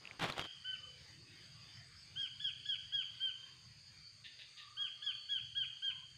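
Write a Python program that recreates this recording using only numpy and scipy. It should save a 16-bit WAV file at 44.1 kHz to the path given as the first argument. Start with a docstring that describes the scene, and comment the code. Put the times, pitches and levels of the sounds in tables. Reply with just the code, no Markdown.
"""Squirrel in a plantation

A squirrel chirps twice, then in two runs of five; the trunks echo every arching whistle.
Insects drone in high bands, a small animal rasps three times and far birds call over a low rumble
and stirring leaves. At the start a hand ticks and scrapes against the gear that holds the microphone."""
import sys
import numpy as np
from scipy import signal
from scipy.fft import rfft, irfft, next_fast_len
from scipy.io import wavfile
from scipy.ndimage import map_coordinates

SR = 44100
rng = np.random.default_rng(int(sys.argv[2]) if len(sys.argv) > 2 else 0)


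def int16_out(signal):
    """Quantize to a 16-bit WAV file."""
    q = np.round(np.clip(np.atleast_2d(signal).T, -1, 1) * 32767)
    wavfile.write(sys.argv[1], SR, q.astype(np.int16))


N = 272449

# tone of the rumble and of the leaves: f/Hz, gain/dB
RUMBLE_EQ = [(13, -41.5), (22, -28.5), (32, -20.5), (62, -4), (125, 5.5), (150, 1), (241, -17.5),
             (266, -37), (300, -15), (390, -64.5), (660, -120)]
LEAF_EQ = [(150, -15), (260, -2), (600, -5.5), (950, -6.5), (1400, 0), (2300, 4), (3600, 3), (5500, -20),
           (10000, -25.5), (15500, -28)]
# their fader rides: t/s, level/dB
RUMBLE_RIDE = [(.6, -68.5), (1.8, -65), (2.8, -68.5), (3.8, -67.5), (4.5, -75), (5.2, -74), (5.5, -63.5),
               (5.85, -76), (6.1, -68)]
LEAF_RIDE = [(.6, -66.5), (1.1, -63), (2.35, -65.5), (2.75, -70), (3.25, -65.5), (4, -69), (6.18, -69)]
# insect choruses: f/Hz, width/Hz, level/dB, throb rate/Hz, throb depth/dB
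CHORUS_BANDS = [(4651, 446, -63.5, 7.2, 0), (6488, 900, -73.5, 3.9, -0.2), (8080, 360, -86.5, 7, 2.5),
                (8670, 670, -81.5, 7.6, -0.5)]
# rides on the first and third chorus: t/s, gain/dB
LOW_CHORUS_RIDE = [(0, -2), (.7, 1), (5.3, .5), (6.18, -3)]
HIGH_CHORUS_RIDE = [(.5, -4.5), (1, 4), (2.3, 6), (3.6, -13.5), (4.7, -0.5)]
# runs of a stridulating insect: start/s, end/s, first level/dB, growth/(dB/s)
BUZZ_CUES = [(0.51, 1.05, -76.5, 17), (1.715, 2.73, -63, -2.5)]
# far birds: t/s, length/s, f/Hz, level/dB
BIRD_CUES = [(0.583, .2, 1905, -72), (0.787, .12, 1203, -68.5), (0.793, 0.32, 506, -74.5),
             (1.08, .35, 318, -71.5), (1.53, .17, 1145, -73), (1.676, 0.15, 3095, -65),
             (1.767, .11, 700, -75.5), (3.318, 0.39, 1080, -77.5), (4.559, 0.36, 1190, -66),
             (4.917, 0.36, 1208, -71), (5.884, 0.18, 1026, -72)]
# thin held whistles: peak t/s, half length/s, level/dB
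WHISTLE_CUES = [(4.07, 0.022, -55), (5.216, .085, -53)]
# hand scrapes: t/s, length/s, level/dB
SCRAPE_CUES = [(0, .19, -61.5), (0.193, 0.013, -44), (0.206, 0.063, -36.5), (0.26, 0.054, -45.5),
               (0.277, 0.096, -51.5), (0.362, 0.066, -45), (0.431, 0.038, -50.5)]
# gear ticks: t/s, peak level/dB, ring f/Hz, crack against ring/dB
TICK_CUES = [(0.054, -37.5, 2570, -13.5), (0.074, -37.5, 2700, -24), (0.111, -36.5, 2250, -27),
             (0.3002, -27, 2220, 0.5), (0.323, -32, 4060, -3), (0.3802, -28, 3080, 8),
             (0.3943, -24.5, 2440, 3), (0.414, -30, 3570, 1), (0.423, -36.5, 3520, 10),
             (0.4418, -44, 3360, 9)]
# tone of the rubbed gear and of its cracks: f/Hz, gain/dB
GEAR_EQ = [(24, -52), (40, -26), (117, 4), (158, 4), (241, -4), (317, 1.5), (397, 0), (496, -1), (1130, 0),
           (2390, -5.5), (3300, -2), (4570, -14.5), (15500, -42.5)]
CRACK_EQ = [(100, 6.5), (700, 8), (3500, 4.5), (8000, -10.5), (15000, -25.5)]
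# reverb tail among the trunks: f/Hz, t60/s
TRUNK_DECAY = [(300, 0.14), (1500, 0.6), (3200, 0.76), (6000, 0.12), (12000, 0.61)]
# rasps: t/s, hold/s, level/dB
RASP_CUES = [(4.242, 0.025, -52.5), (4.388, 0.035, -54), (4.571, 0.042, -54)]
# throat of the rasping animal: f/Hz, gain/dB
RASP_EQ = [(1000, -26), (1450, -34), (1800, 0), (2200, -11.5), (2700, -1.5), (3150, -4), (3700, 3.5),
           (4300, -9), (5500, -22), (8000, -44)]
# squirrel chirps: t/s, arch length/s, time to crest/s, fundamental at crest/Hz, whistle level/dB
CHIRP_CUES = [(0.373, .072, 0.0194, 1643, -39.5), (0.642, 0.1, 0.042, 1528, -41.5),
              (2.155, 0.1, 0.053, 1630, -40), (2.396, 0.092, 0.021, 1722, -37),
              (2.651, 0.091, 0.02, 1700, -37), (2.919, 0.093, 0.023, 1658, -37),
              (3.199, .096, .033, 1592, -38.5), (4.765, 0.1, 0.051, 1644, -40.5),
              (5.019, .089, .024, 1716, -37), (5.285, 0.095, 0.021, 1677, -37.5),
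              (5.548, 0.086, 0.028, 1645, -36.5), (5.818, 0.085, 0.032, 1619, -37)]
# body of a chirp, fuller in low calls: crest f/Hz, fundamental against whistle/dB
CHIRP_BODY = [(1530, -14), (1595, -19), (1715, -21.5)]
# upper partials gliding through the squirrel's throat: f/Hz, level/dB
CHIRP_PARTIALS = [(4400, -72), (5000, -64.5), (5900, -88.5), (6350, -80), (6750, -65), (7500, -90),
                  (9500, -88), (11200, -92.5), (12200, -102), (13600, -102)]

TIME = np.arange(N) / SR


def amp(db):
    """Decibels to gain."""
    return 10 ** (np.asarray(db) / 20)


def unit(x):
    """Scale to rms 1."""
    return x / np.sqrt(np.mean(x ** 2) + 1e-20)


def along(points, hz):
    """Read (frequency, value) points on a log axis."""
    f, v = np.transpose(points)
    return np.interp(np.log(hz + 1), np.log(f + 1), v)


def clock(length):
    """Sample times from zero."""
    return np.arange(int(length * SR)) / SR


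def ride(points):
    """A fader move through (time, value) points."""
    return np.interp(TIME, *np.transpose(points))


def wobble(rate):
    """A smooth random curve with rate knots a second."""
    return map_coordinates(rng.standard_normal(int(N * rate / SR) + 4), [TIME * rate])


def filtered(x, response):
    """Filter by a gain that depends on frequency."""
    size = next_fast_len(N + 8192)
    return irfft(rfft(x, size) * response(np.fft.rfftfreq(size, 1 / SR)), size)[:N]


def eq(x, curve):
    """Colour a sound with an EQ curve, at rms 1."""
    return unit(filtered(x, lambda f: amp(along(curve, f))))


def band(hz, width):
    """Noise of rms 1 ringing in one steep resonance."""
    return unit(filtered(rng.standard_normal(N), lambda f: 1 / (1 + ((f - hz) / width) ** 2) ** 2))


def add(track, s, sound):
    """Mix a sound into a track at time s."""
    part = track[max(round(s * SR), 0):][:len(sound)]
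    part += sound[:len(part)]


def swell(s, length):
    """A rounded rise and fall."""
    progress = np.clip((TIME - s) / length, 0, 1)
    return np.sqrt(np.abs(np.sin(np.pi * progress)))


def patchy(x, depth_db):
    """Dapple a sound with random gains over frequency and time, at rms 1."""
    spectra = signal.stft(x, nperseg=1024)[2]
    patch = np.outer(np.hanning(9), np.hanning(15))
    field = signal.fftconvolve(rng.standard_normal(spectra.shape), patch, "same")
    return unit(signal.istft(spectra * amp(depth_db * unit(field)), nperseg=1024)[1][:N])


def air(lump_db=4, leaf_trim_db=-0.96):
    """The bed: a lumpy distant rumble and the patchy stir of leaves."""
    rumble = eq(patchy(rng.standard_normal(N), depth_db=1), RUMBLE_EQ)
    rumble *= amp(ride(RUMBLE_RIDE) + lump_db * np.tanh(wobble(19)))
    leaves = patchy(eq(rng.standard_normal(N), LEAF_EQ), depth_db=3.1)
    return rumble + leaves * amp(ride(LEAF_RIDE) + leaf_trim_db + 1.5 * wobble(9.6))


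def choruses(flutter_db=0.7, sag_hz_per_s=25):
    """Four insect drones: the lowest sinks slowly in pitch, the upper three throb."""
    rides_db = [ride(LOW_CHORUS_RIDE), 0, ride(HIGH_CHORUS_RIDE), 0]
    sags = [sag_hz_per_s, 0, 0, 0]
    from_middle = TIME - N / 2 / SR
    out = np.zeros(N)
    for (hz, width, db, rate, depth_db), ride_db, sag in zip(CHORUS_BANDS, rides_db, sags):
        throb = np.sin(2 * np.pi * np.cumsum(rate * (1 + 0.18 * wobble(2.6))) / SR)
        drone = signal.hilbert(band(hz, width), next_fast_len(N))[:N]
        song = np.real(drone * np.exp(-1j * np.pi * sag * from_middle ** 2))  # sliding frequency shift
        out += song * amp(db + ride_db + depth_db * throb + flutter_db * wobble(45))
    return patchy(out, depth_db=2) * np.std(out)


def katydid(hz=12900, db=-92, pairs_per_s=14.8, duty=0.097):
    """A faint, very high insect that ticks in pairs."""
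    cycle = TIME * pairs_per_s % 1
    pairs = sum(np.exp(-((cycle - at) / (duty / 2)) ** 2) for at in (.25, .48))
    return amp(db) * pairs * band(hz, width=260)


def lisping_insect(hz=8100, db=-80, first_s=0.54, every_s=1.31):
    """A high insect lisps at a slow beat."""
    lisps = sum(swell(s, length=0.12) for s in np.arange(first_s, N / SR, every_s))
    return amp(db) * lisps * band(hz, width=600)


def buzzing_insect(hz=5150, every_s=0.232):
    """One insect stridulates in runs of evenly spaced bursts."""
    bursts = sum(amp(db + growth * (s - first)) * swell(s, length=0.097)
                 for first, end, db, growth in BUZZ_CUES for s in np.arange(first, end, every_s))
    return bursts * band(hz, width=380)


def far_birds(smear_hz=81, whistle_hz=4468):
    """Distant calls, smeared by the forest into narrow bands, and two pure held whistles."""
    calls = sum(amp(db) * swell(s, length) * band(hz, smear_hz) for s, length, hz, db in BIRD_CUES)
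    held = sum(amp(db) * np.exp(-((TIME - s) / half) ** 2) for s, half, db in WHISTLE_CUES)
    phase = 2 * np.pi * np.cumsum(whistle_hz * (1 + 0.0026 * wobble(60))) / SR
    return calls + held * amp(wobble(30)) * np.sin(phase)


def hand_scrapes(grain_db=0.5, slips_per_s=330, crackle_db=-10):
    """A hand sticks and slips on the gear: grainy friction with fine crackle on top."""
    friction = rng.standard_normal(N) * amp(grain_db * wobble(1100))
    slips = (rng.random(N) < slips_per_s / SR) * rng.uniform(-1, 1, N)
    scrape = unit(eq(friction, GEAR_EQ) + amp(crackle_db) * eq(slips, CRACK_EQ))
    return scrape * sum(amp(db) * swell(s, length) for s, length, db in SCRAPE_CUES)


def gear_ticks(attack_s=0.0005, t60_s=0.0059):
    """Dry ticks right at the microphone, each a tight ring layered with a crack."""
    out, t = np.zeros(N), clock(.03)
    grit = eq(rng.standard_normal(N), CRACK_EQ)
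    envelope = (1 - np.exp(-t / attack_s)) * amp(-60 * t / t60_s)
    for s, db, hz, crack_db in TICK_CUES:
        crack = amp(crack_db) * grit[round(s * SR):][:len(t)]
        tick = (np.sin(2 * np.pi * hz * t) + crack) * envelope
        add(out, s, amp(db) * tick / np.abs(tick).max())
    return out


def trunk_reverb(x, predelay_s=0.0042, build_s=0.017, near_db=6, near_t60_s=0.11):
    """Trunks scatter the sound: strong near echoes, then a tail that changes from call to call."""
    out, span = np.zeros(N), SR // 4
    for centre in range(0, N, span):
        hz, t, spectra = signal.stft(rng.standard_normal(SR * 3 // 4), SR, nperseg=256)
        decay = amp(-60 * t / along(TRUNK_DECAY, hz)[:, None]) + amp(near_db - 60 * t / near_t60_s)
        onset = 1 - np.exp(-np.maximum(t - predelay_s, 0) / build_s)
        tail = signal.istft(spectra * decay * onset, SR, nperseg=256)[1]
        crossfade = np.sqrt(np.clip(1 - np.abs(np.arange(N) - centre) / span, 0, 1))
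        first = max(centre - span, 0)
        send = (x * crossfade)[first:centre + span]
        add(out, first / SR, signal.fftconvolve(send, tail / np.linalg.norm(tail)))
    return out


def ground_bounce(x, gain=0.33, delay_s=0.00605):
    """A bounce off the ground beats with the direct sound as the pitch glides."""
    bounce = np.pad(x, (round(delay_s * SR), 0))[:N]
    return (x + gain * bounce) / np.hypot(1, gain)


def animal_rasps(pulse_hz=228, scatter=0.1, breath=0.6, attack_s=0.0022, decay_s=0.016):
    """Short scolding bursts: uneven sharp pulses and breath through a broad throat."""
    cycles = np.cumsum(pulse_hz * (1 + scatter * wobble(120))) / SR
    pulses = np.diff(np.floor(cycles), prepend=0) * amp(2.6 * wobble(200))
    voice = eq(unit(pulses) + breath * rng.standard_normal(N), RASP_EQ)
    envelope, t = np.zeros(N), clock(.2)
    for s, hold, db in RASP_CUES:
        release = np.exp(-np.maximum(t - hold, 0) / decay_s)
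        add(envelope, s, amp(db) * (1 - np.exp(-t / attack_s)) * release)
    return envelope * voice


def squirrel_chirps(start_hz=1491, end_hz=1500.4, scoop_hz=201.5, scoop_s=0.00405,
                    attack_s=0.0085, swell_s=0.031, soft_db=-10, fade_db=-4,
                    strain_hz=1672.5, strain_span_hz=7.2, strain_db=-11, jitter=0.0031, rough=0.039,
                    flick_s=0.028, drop_hz=370.4, die_db=-10, break_s=0.011, shut_db=-8, croak_db=-13):
    """Each call arches in pitch, whistles on its second harmonic and ends in a hoarse downward flick."""
    out = np.zeros(N)
    tremor, flutter, croak = wobble(700), wobble(400), band(hz=2620, width=520)
    for s, length, crest_s, crest_hz, whistle_db in CHIRP_CUES:
        t = clock(length + flick_s)
        here = slice(round(s * SR), round(s * SR) + len(t))
        to_crest = np.clip(1 - t / crest_s, 0, 1)
        fall = np.clip((t - crest_s) / (length - crest_s), 0, 1)
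        flick = np.clip((t - length) / flick_s, 0, 1)
        broken = np.clip((t - length) / break_s, 0, 1)
        arch_hz = crest_hz - (crest_hz - start_hz) * to_crest ** 2.6 - (crest_hz - end_hz) * fall ** 1.548
        hz = arch_hz - drop_hz * flick - scoop_hz * np.exp(-t / scoop_s)  # the voice catches from below
        # the whistle starts soft, thins out on high notes and weakens at the end
        onset_db = soft_db * np.clip(1 - t / swell_s, 0, 1)
        strain = np.clip((hz - strain_hz) / strain_span_hz, 0, 1)
        shape_db = np.minimum(onset_db, strain_db * strain) + fade_db * fall ** 4
        # the folds vibrate unevenly as they start and stop
        hz *= 1 + (jitter + rough * (to_crest ** 6 + broken)) * tremor[here]
        phase = 2 * np.pi * np.cumsum(hz) / SR
        body = amp(along(CHIRP_BODY, crest_hz)) * np.sin(phase)
        whistle = amp(shape_db) * np.sin(2 * phase)
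        partials = sum(amp(along(CHIRP_PARTIALS, k * hz) + rng.normal(0, 2.5)) * np.sin(k * phase)
                       for k in range(3, 9))
        tone = np.sqrt(2) * (amp(whistle_db) * (body + whistle) + (1 - to_crest) ** 2 * partials)
        # as the voice breaks, the tone ducks and a croak comes in
        voice = tone * amp(broken * shut_db) + broken * amp(whistle_db + croak_db) * croak[here]
        gate = np.clip(t / attack_s, 0, 1) * (1 - flick ** 10)
        hoarse = amp(2.5 * broken * flutter[here])
        add(out, s, voice * gate * hoarse * amp(die_db * flick))
    return out


def scene(chirp_send_db=-8, rasp_send_db=-4, turn_s=0.58, away_db=-12.5):
    """The mono mix: two animals in their echo, the forest behind and the hand up close."""
    chirps, rasps = squirrel_chirps(), animal_rasps()
    echo = trunk_reverb(amp(chirp_send_db) * chirps + amp(rasp_send_db) * rasps)
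    # the squirrel faces away for its first call, which arrives mostly as echo
    facing = amp(away_db * (TIME < turn_s))
    animals = ground_bounce(facing * chirps + rasps) + echo
    forest = far_birds() + choruses() + buzzing_insect() + lisping_insect() + katydid() + air()
    return (forest + hand_scrapes() + gear_ticks() + animals)[None]


def record(dry, top_hz=15600):
    """A brick-wall high cut on the mix."""
    return np.array([filtered(channel, lambda f: f < top_hz) for channel in dry])


dry = scene()
out = record(dry)
int16_out(out)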